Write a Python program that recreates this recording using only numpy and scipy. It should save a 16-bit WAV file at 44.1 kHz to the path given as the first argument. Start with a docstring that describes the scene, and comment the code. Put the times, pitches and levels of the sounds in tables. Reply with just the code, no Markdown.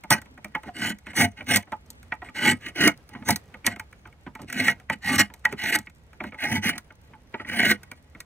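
"""Drawknife on a hardwood stick

A two-handled steel blade is pulled along a hardwood stick clamped in a wooden bench, outdoors, near a phone.
Each pull tears fibres in a stream of tiny slips that ring blade and stick and shake the bench.
Knocks, snaps and ticks are short rattling contacts that ring the same blade and wood; light slides
and dry crumb ticks fill in around them, over a faint open-air hush and low hum made of filtered noise."""
import sys
import numpy as np
from scipy import signal
from scipy.fft import rfft, irfft
from scipy.io import wavfile
from scipy.ndimage import uniform_filter1d, map_coordinates

SR = 44100
rng = np.random.default_rng(int(sys.argv[2]) if len(sys.argv) > 2 else 0)


def makeup_ratio(level_db):
    """Linear amplitude ratio for a level in decibels (20 dB per factor of ten)."""
    decades = np.asarray(level_db, float) / 20
    return 10 ** decades


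def to_wav(s):
    """Save 16-bit WAV."""
    ch = np.atleast_2d(s).T  # columns
    pcm = np.round(np.clip(ch, -1, 1) * 32767)  # PCM
    wavfile.write(sys.argv[1], SR, pcm.astype(np.int16))


N = 363825
T = np.arange(N) / SR


def unit(x):
    """Scale to rms 1."""
    return x / np.sqrt(np.mean(x ** 2))


def on_log(hz, table, column=1):
    """Read a table at frequencies, straight on a log axis."""
    table = np.array(table, float)
    return np.interp(np.log(np.maximum(hz, 1)), np.log(table[:, 0]), table[:, column])


def colour(x, table):
    """Filter by a (Hz, dB) spectrum."""
    return irfft(rfft(x) * makeup_ratio(on_log(np.fft.rfftfreq(len(x), 1 / SR), table)), len(x))


def ring(x, hz, width_hz):
    """One resonance, gain 1 at its centre."""
    return signal.lfilter(*signal.iirpeak(hz, hz / width_hz, fs=SR), x)


def walk(rate):
    """Random levels held 1 / rate s and slewed twice; spread near 1."""
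    k = int(SR / rate)
    steps = np.repeat(rng.standard_normal(N // k + 1), k)
    return 1.685 * uniform_filter1d(uniform_filter1d(steps, k), k)[:N]


def slips(per_s, spread_db):
    """A stream of tiny slips of very uneven size and either sign, rms 1."""
    chance = rng.random((3, N))
    size = makeup_ratio(-spread_db * np.log(1 - chance[1])) * np.sign(chance[2] - .5)
    return unit((chance[0] < per_s / SR) * size)


# colour of the open-air hush: hz, density_db (dB per Hz, shape only)
YARD_COLOUR = [(27, -44), (38, -6.5), (70, -0.5), (110, -1.5), (250, -16.5), (450, -13.5), (1000, -21.5),
               (2200, -26.5), (4000, -34.5), (15500, -48), (16200, -66)]
# low hum as narrow bands of noise: hz, width_hz, level_db (rms)
HUM_BANDS = [(71.5, 18, -56.5), (147, 5.3, -67.5)]
HUSH_DB = -59


def yard():
    """Open-air hush of slowly wandering noise, and a low hum that wavers because its bands are narrow."""
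    level_db = HUSH_DB + walk(0.47) + 1.8 * walk(22)
    hush = makeup_ratio(level_db) * unit(colour(rng.standard_normal(N), YARD_COLOUR))
    hum = sum(makeup_ratio(db) * unit(ring(rng.standard_normal(N), hz, width)) for hz, width, db in HUM_BANDS)
    return hush + hum


# colour of tearing fibres at the microphone, shared by cracks and crumbs: hz, density_db (dB per Hz, shape only)
FIBRE_COLOUR = [(2200, -29), (3300, -4.5), (4500, 1.5), (5500, -4), (6000, 1.5), (6600, -1.5), (8300, 2.5),
                (9600, -4.5), (14500, -4.5), (15600, -3.5), (16100, -31.5)]
CRUMBS_PER_S, CRUMBS_DB, CRUMB_DECAY_S = 22, -75, .002


def crumbs():
    """Bits of shaving drop and settle with faint dry ticks, each a decaying burst of noise."""
    t = np.arange(1024) / SR
    bursts = signal.fftconvolve(np.abs(slips(CRUMBS_PER_S, 3)), np.exp(-t / CRUMB_DECAY_S))[:N]
    return makeup_ratio(CRUMBS_DB) * unit(bursts * colour(rng.standard_normal(N), FIBRE_COLOUR))


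def rings(contact, modes, lean_db, damping):
    """One blow on a set of modes, peak 1; damping widens every mode."""
    sound = sum(makeup_ratio(db + lean) * ring(contact, hz, damping * width)
                for (hz, width, db), lean in zip(modes, lean_db))
    return sound / np.abs(sound).max()


# rings of the steel blade: hz, width_hz, level_db
BLADE_RINGS = [(1260, 20, -22.5), (1449, 110, -18), (1529.8, 140, -9.5), (1720, 150, -14.5),
               (1920, 51, -3.5), (2170, 72, -6), (2325, 35, -13), (2500, 83, -15), (2946, 59, -10),
               (3304, 57, -20.5), (4140, 640, -24), (4530, 140, -37)]
# rings of the clamped stick: hz, width_hz, level_db
STICK_RINGS = [(311, 43, -4), (499, 38, -13), (579, 39, -7.5), (702, 24, -3.5), (846.4, 25, 1),
               (936, 22, -14.5), (1180, 52, -11)]
# rings of the bench: hz, width_hz, level_db
BENCH_RINGS = [(97.5, 11, -4), (163.4, 35, -5.5), (204.5, 23.5, 2.5), (250.3, 40, -0.5)]
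# knocks, snaps and ticks: hit_s, peak_db (of the blade ring), strongest_hz (rings near it are favoured),
# thud_db (dull wood re peak_db, before THUD_LIFT_DB), crack_db (peak of the crack re peak_db)
HIT_LIST = [(0.0365, -32.5, 2170, -5, -6.5), (0.105, -13, 850, 0, 9), (0.117, -15.5, 1920, -13, -6),
            (0.137, -18, 1990, -9, -2.5), (0.376, -39, 1380, -8.5, -12), (0.445, -25.5, 2280, -9.5, -2.5),
            (0.5498, -13, 1920, -14.5, -22.5), (0.6792, -44, 700, 10, -34.5),
            (1.0677, -28, 2080, -13, -14.5), (1.4067, -25.5, 2220, -14, -34), (1.672, -46.5, 1260, -2, -38),
            (1.72, -28, 1945, 5, -11.5), (1.9032, -52.5, 1080, -7, 24), (2.1212, -15, 1920, -14, -57),
            (2.2184, -32, 1920, -2.5, -33), (2.2868, -32.5, 2100, -12, -38.5),
            (2.8761, -6.5, 2160, -19, 4.5), (3.2868, -14, 850, -1, 1.5), (3.3054, -16.5, 2180, -23, 9.5),
            (3.3594, -29.5, 1980, -13.5, 15.5), (3.541, -29.5, 2130, -11, -20),
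            (3.645, -26.5, 2228, -9, -21.5), (3.657, -28, 1920, -7, -9.5), (3.6649, -15, 1920, -15.5, 11.5),
            (3.7603, -33, 2170, -7, -9), (3.796, -24.5, 2270, -13.5, -5.5), (3.927, -35, 1484, -30, -11),
            (4.053, -37, 1390, -5, -32), (4.2637, -34.5, 1540, 1.5, -26), (4.3512, -31.5, 2050, -5, -7.5),
            (4.3893, -52, 580, 13.5, -19), (4.6826, -5, 1920, -21.5, -40.5),
            (4.8985, -10.5, 1870, -12, -17), (5.1848, -19, 1935, -10.5, -16.5),
            (5.3383, -37.5, 2110, -12.5, 4.5), (5.452, -6, 1910, -20.5, -14.5),
            (5.5249, -24, 2070, -5.5, -6.5), (5.8704, -30, 2170, -16.5, -49),
            (6.131, -40, 1423, -14, -10.5), (6.2034, -23, 2170, -6.5, -32), (6.2381, -25, 1480, -5.5, -15),
            (6.3217, -33.5, 2300, -6, -38.5), (6.344, -31, 2250, -13.5, -22), (6.7797, -27, 1380, -23, 3.5),
            (6.9046, -37, 1245, -10, -34.5), (7.1347, -39, 1260, -6, -39), (7.341, -21, 1920, -5.5, -36),
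            (7.397, -28.5, 1920, -2.5, -43), (7.8323, -38, 1370, -15, 4.5),
            (7.9146, -27.5, 2260, -14.5, -3.5), (8.1491, -36, 2100, -9.5, -29),
            (8.2034, -31.5, 2280, -27.5, 6.5), (4.073, -41, 1390, -10, -6.5), (7.5112, -37, 1936, -27, -28),
            (3.6722, -14.5, 1850, -10, -31.5), (0.2162, -36, 1740, -12.5, -0.5),
            (0.2583, -44.5, 1230, -5.5, -8), (0.633, -33.5, 1920, -8, -9),
            (0.8314, -32, 1910, -17.5, -14.5), (0.9856, -45.5, 2100, -21, 5), (1.1322, -33, 2210, -7, -17),
            (1.5594, -16, 1920, -13.5, 12), (2.0288, -44.5, 1770, -28, 2.5),
            (1.569, -19.5, 1910, -12.5, 9.5), (3.0906, -44.5, 1260, -6, 6), (3.1498, -31, 1960, -5, -31),
            (3.223, -37, 1270, -5, -21), (4.126, -45.5, 2170, -14, -9), (4.4171, -43.5, 1830, -16, 10.5),
            (4.5, -28, 1940, -32, -2.5), (4.5266, -20.5, 1920, -28, -1), (4.5574, -37.5, 1910, -32, -7.5),
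            (4.7987, -41.5, 1410, -10.5, -6), (5.3004, -40.5, 1410, -5.5, -18),
            (5.7477, -14, 1900, -29, -22), (5.7872, -32.5, 1460, -10.5, 6.5), (5.8975, -47, 2140, -30, 0.5),
            (6.6916, -16, 2130, -28, -2.5), (6.753, -35.5, 1980, -8, -14), (7.448, -29, 1990, -14, -32),
            (7.4879, -24.5, 1950, -31, -8)]
THUD_LIFT_DB = 5.0
KNOCK_TOP_HZ = 2760  # wood cushions a blow: little above this
THUD_RISE_S = 0.0045  # stick and bench answer a blow late and ring on
DROOP, DROOP_S = .15, .012  # a struck stick starts this fraction sharp and sags as the blade's pressure eases
LEAD_IN_S, LEAD_IN_DB = .012, -46  # faint noise swells up just before each blow


def hits():
    """Each blow is a few ms of rattling contact; where it lands decides which rings sound."""
    out, clock = np.zeros(N + 4096), np.arange(4096) / SR - LEAD_IN_S
    t = np.maximum(clock, 0)
    blade_hz = np.transpose(BLADE_RINGS)[0]
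    wood = np.vstack([STICK_RINGS, BENCH_RINGS])
    wood_hz = wood[:, 0]
    hiss = colour(rng.standard_normal(len(out)), FIBRE_COLOUR)
    cushion = signal.butter(3, KNOCK_TOP_HZ, fs=SR, output="sos")
    soft_db = -9 * np.maximum(np.log2(blade_hz / 2200), 0)  # wood cushions the steel

    # the contact builds, dies fast and skitters on faintly
    contact_shape = np.minimum(t / 0.0052, 1) ** 2 * (np.exp(-t / 0.0016) + 0.01 * np.exp(-t / 0.014))
    lead_in_shape = makeup_ratio(LEAD_IN_DB) * np.exp(-3 * np.abs(clock) / LEAD_IN_S)
    thud_shape = t ** 2 * np.exp(-t / THUD_RISE_S)
    crack_shape = np.minimum(t / 0.002, 1) ** 2 * (np.exp(-t / 0.003) + 0.06 * np.exp(-t / 0.012))
    droop_clock = clock + DROOP * DROOP_S * (1 - np.exp(-t / DROOP_S))

    for hit_s, peak_db, strongest_hz, thud_db, crack_db in HIT_LIST:
        def near_db(hz):
            """Favour the rings close to the strongest one."""
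            return 11 * np.exp(-(np.log(hz / strongest_hz) / 0.08) ** 2)

        rattle = rng.standard_normal(len(t))
        start = int((hit_s - .0012 - LEAD_IN_S) * SR)
        span = slice(start, start + len(t))

        contact = signal.sosfilt(cushion, rattle * contact_shape + rattle * lead_in_shape)
        blade_lean_db = 2 * rng.standard_normal(len(BLADE_RINGS)) + near_db(blade_hz) + soft_db
        blade = rings(contact, BLADE_RINGS, blade_lean_db, 1.3)

        push = signal.sosfilt(cushion, rattle * thud_shape)
        wood_lean_db = 6.0 * rng.standard_normal(len(wood)) - 7 * (wood_hz < 400) + near_db(wood_hz)
        thud = np.interp(droop_clock, clock, rings(push, wood, wood_lean_db, 1.3))

        crack = hiss[span] * crack_shape
        crack = crack / np.abs(crack).max()
        out[span] += makeup_ratio(peak_db) * (blade + makeup_ratio(thud_db + THUD_LIFT_DB) * thud + makeup_ratio(crack_db) * crack)
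    return out[:N]


# the edge takes at most this long to catch, starting this far under the steady cut
BITE_S, BITE_DB = 0.035, -17.5
FADE_S = 0.093  # after the edge leaves the wood the last fibres settle


def stroke(at_s, start, dig, hold, lift, lift_db, swell_db):
    """Level of one stroke re its top in dB: bite, dig in, cut, lift off, fade."""
    bite = min(BITE_S, dig)
    return np.interp(at_s, start + np.cumsum([-bite, bite, dig, hold, lift, FADE_S]),
                     [-60, BITE_DB - swell_db, -swell_db, 0, lift_db, -60])


# pulls of the blade: bite_s (time), dig_s, cut_s (lengths), scrape_db (edge), weight_db (on the bench)
PULL_LIST = [(0.101, 0.0023, 0.026, -16.5, -30.5), (0.746, 0.086, 0.071, -27, -28),
             (1.151, 0.024, 0.066, -20, -21), (1.467, 0.027, 0.065, -20.5, -27),
             (2.348, 0.09, 0.083, -22, -26), (2.61, 0.054, 0.023, -32.5, -49.5),
             (2.757, 0.049, 0.067, -18.5, -25.5), (3.253, 0.028, 0.034, -29, -21.5),
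             (3.648, 0.015, 0.0084, -26, -33.5), (4.484, 0.086, 0.14, -26.5, -30.5),
             (5.025, 0.07, 0.066, -24, -24), (5.178, 0.0042, 0.023, -14.5, -25),
             (5.582, 0.042, 0.077, -24, -40), (5.713, 0.012, 0.034, -23.5, -37.5),
             (6.385, 0.062, 0.013, -23, -37.5), (6.45, 0.069, 0.058, -26.5, -26),
             (6.622, 0.027, 0.048, -21.5, -32), (7.472, 0.16, 0.081, -20, -26)]
# the blade slides lightly over the wood: start_s, length_s, scrape_db (edge), weight_db (on the bench)
SLIDE_LIST = [(0.134, 0.029, -44, -39), (0.636, 0.031, -47, -35.5), (1.044, 0.046, -48, -48),
              (1.357, 0.03, -46.5, -46), (2.227, 0.043, -51.5, -43.5), (3.095, 0.096, -52.5, -43),
              (3.683, 0.018, -36.5, -37), (4.37, 0.039, -56, -38), (4.898, 0.019, -36, -38),
              (5.47, 0.034, -46, -39.5), (5.75, 0.02, -50, -34), (6.204, 0.045, -49.5, -35.5),
              (6.707, 0.03, -39, -41), (7.381, 0.019, -44, -45)]
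# floor while the blade only hovers on the wood: edge_db, bench_db, fibres_db
HOVER_DB = (-82, -62, -88)
LIFT_S, LIFT_DB = 0.033, -27  # the edge leaves the wood
TEAR_LIFT_S = 0.025  # tearing stops short when the shaving comes free
BENCH_LAG_S, BENCH_LIFT_S, BENCH_LIFT_DB = 0.0057, 0.035, -24.5  # the bench takes the weight late and sways on
# tearing re the edge, for a 0.1 s dig with the weight 8 dB under the scrape
TEAR_DB = -10
TEAR_DB_PER_HALVING, TEAR_SWELL_DB = 1.5, 5.5  # a quicker dig tears louder, most near the end
TEAR_PER_WEIGHT = 0.42  # dB of tearing per dB of weight: a deeper cut tears more
SLIDE_ONSET_S, SLIDE_TEAR_DB = 0.022, -14


def work():
    """Edge, bench and fibre levels in dB over time; the loudest stroke at each moment rules."""
    at_s = np.arange(0, N / SR, 1 / 1000)
    rows = []
    for start, dig, hold, edge_db, weight_db in PULL_LIST:
        tear_db = TEAR_DB - TEAR_DB_PER_HALVING * np.log2(10 * dig)
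        tear_db += TEAR_PER_WEIGHT * (weight_db - edge_db + 8)
        rows.append((start, dig, hold, edge_db, weight_db, tear_db))
    for start, hold, edge_db, weight_db in SLIDE_LIST:
        rows.append((start, SLIDE_ONSET_S, hold, edge_db, weight_db, SLIDE_TEAR_DB))

    levels = np.array(HOVER_DB)[:, None] + 0 * at_s
    for start, dig, hold, edge_db, weight_db, tear_db in rows:
        edge = edge_db + stroke(at_s, start, dig, hold, LIFT_S, LIFT_DB, 0)
        bench = weight_db + stroke(at_s, start + BENCH_LAG_S, dig, hold, BENCH_LIFT_S, BENCH_LIFT_DB, 0)
        fibres = edge_db + tear_db + stroke(at_s, start, dig, hold, TEAR_LIFT_S, LIFT_DB, TEAR_SWELL_DB)
        levels = np.maximum(levels, [edge, bench, fibres])
    return [np.interp(T, at_s, level) for level in levels]


def body(force, modes, drift_db):
    """A force rings every mode; as the edge travels it meets each mode more or less strongly."""
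    gain = np.sqrt(sum(makeup_ratio(2 * db) * width * np.pi / SR for hz, width, db in modes))
    return sum((-1) ** k * makeup_ratio(db) * ring(force * makeup_ratio(drift_db * walk(14)), hz, width)
               for k, (hz, width, db) in enumerate(modes)) / gain


def shifting(x):
    """Each narrow band swells and fades on its own as the curl of shaving grows and bends."""
    bands_hz = 2500 * 2 ** np.arange(0, 2.7, 1 / 6)
    flicker_db = 3
    return unit(sum((-1) ** k * makeup_ratio(flicker_db * walk(25)) * ring(x, hz, hz / 9)
                    for k, hz in enumerate(bands_hz)))


def strokes():
    """The edge sticks and slips through the grain; the shaving tears off with a hiss."""
    edge_db, weight_db, tear_db = work()
    # a light touch skips and makes contact in patches
    light = np.clip((-47 - edge_db) / 14, 0, 1)
    touch_db = 1.0 * walk(35) + (2.0 + 3 * light) * walk(140) + light * (2.0 * walk(22) - 4)
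    # thicker fibres break one by one and jolt blade and stick
    breaks = slips(600, 3)

    blade = body(makeup_ratio(edge_db + touch_db) * (slips(9000, 2.0) + 0.2 * breaks), BLADE_RINGS, 1.8)
    # the stick bends under both the edge and the weight behind it
    stick_db = 0.68 * edge_db + 0.28 * weight_db + touch_db - 12.0
    stick = body(makeup_ratio(stick_db) * (slips(5000, 2.6) + 0.39 * breaks), STICK_RINGS, 4.0)
    bench_db = weight_db + light * (4.5 * walk(14) - 3.5)
    bench = body(makeup_ratio(bench_db) * slips(3000, 3.1), BENCH_RINGS, 1.9)

    fibre_db = tear_db + touch_db + 1.7 * walk(300) - 0.5
    fibres = makeup_ratio(fibre_db) * shifting(unit(colour(slips(15000, 1.4), FIBRE_COLOUR)))
    snaps = makeup_ratio(tear_db + touch_db - 7) * unit(colour(breaks, FIBRE_COLOUR))
    # gentle tearing lacks the top
    top = signal.sosfilt(signal.butter(2, 9000, "high", fs=SR, output="sos"), fibres)
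    dull = np.clip((-42 - tear_db) / 18, 0, .8)

    # the free length of stick changes under the moving edge, so its rings and the blade's slide in pitch
    sliding = np.interp(T + .0007 * walk(9), T, blade + stick)
    return sliding + bench + fibres - dull * top + snaps * (1 - dull)


# the two microphone ports: hz, pan_db (left minus right), lead_rad (left leads)
PORT_PAIR = [(100, -1.2, 0), (900, -2.5, .5), (1400, -1.6, .6), (1750, -1.5, .1), (2400, -1.8, 0),
             (2750, -2, 1.3), (4500, -.5, 2.5), (5050, -.5, 3.14), (6100, -3, .3), (7500, .3, 2.2),
             (9300, 0, 0), (11450, 0, -3.14), (13900, -.3, -6.28), (16000, -.7, -9)]
SWAY_S = 11e-6  # spread of the time difference between ports as the work sways before them


def scene():
    """All sources reach two ports, with a faint scatter from things nearby that differs between them."""
    near = strokes() + hits() + crumbs()
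    hz = np.fft.rfftfreq(N, 1 / SR)
    port_hz, pan_db, lead_rad = np.transpose(PORT_PAIR)
    side = np.array([[.5], [-.5]])  # left, right: each takes half of every difference

    t = np.arange(2048) / SR
    scatter = rng.standard_normal((2, len(t))) * np.exp(-t / 0.024)
    scatter = scatter / np.linalg.norm(scatter, axis=1, keepdims=True)
    scatter = rfft(scatter, N) * np.clip(300 / (hz + 1), .06, .21)  # stronger in the bass
    direct = np.exp(1j * side * np.interp(hz, port_hz, lead_rad))
    ports = makeup_ratio(side * np.interp(hz, port_hz, pan_db)) * (direct + scatter)

    # the hush is alike at both ports in the bass only
    apart = colour(yard(), [(150, -14.0), (2000, 3.5)])
    lag = side * SWAY_S * SR * walk(5)  # samples
    heard = [map_coordinates(v, [np.arange(N) + d], mode="mirror")
             for v, d in zip(irfft(rfft(near) * ports, N), lag)]
    return np.array(heard) + makeup_ratio(-1.5 * side) * yard() + 2 * side * apart


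def roll_off(x):
    """The treble ends steeply here."""
    return signal.sosfilt(signal.butter(12, 17000, fs=SR, output="sos"), x)


def record(dry):
    """The phone rounds the loudest peaks."""
    mix = np.tanh(0.85 * dry) / 0.86
    return roll_off(mix)


dry = scene()
out = record(dry)
to_wav(out)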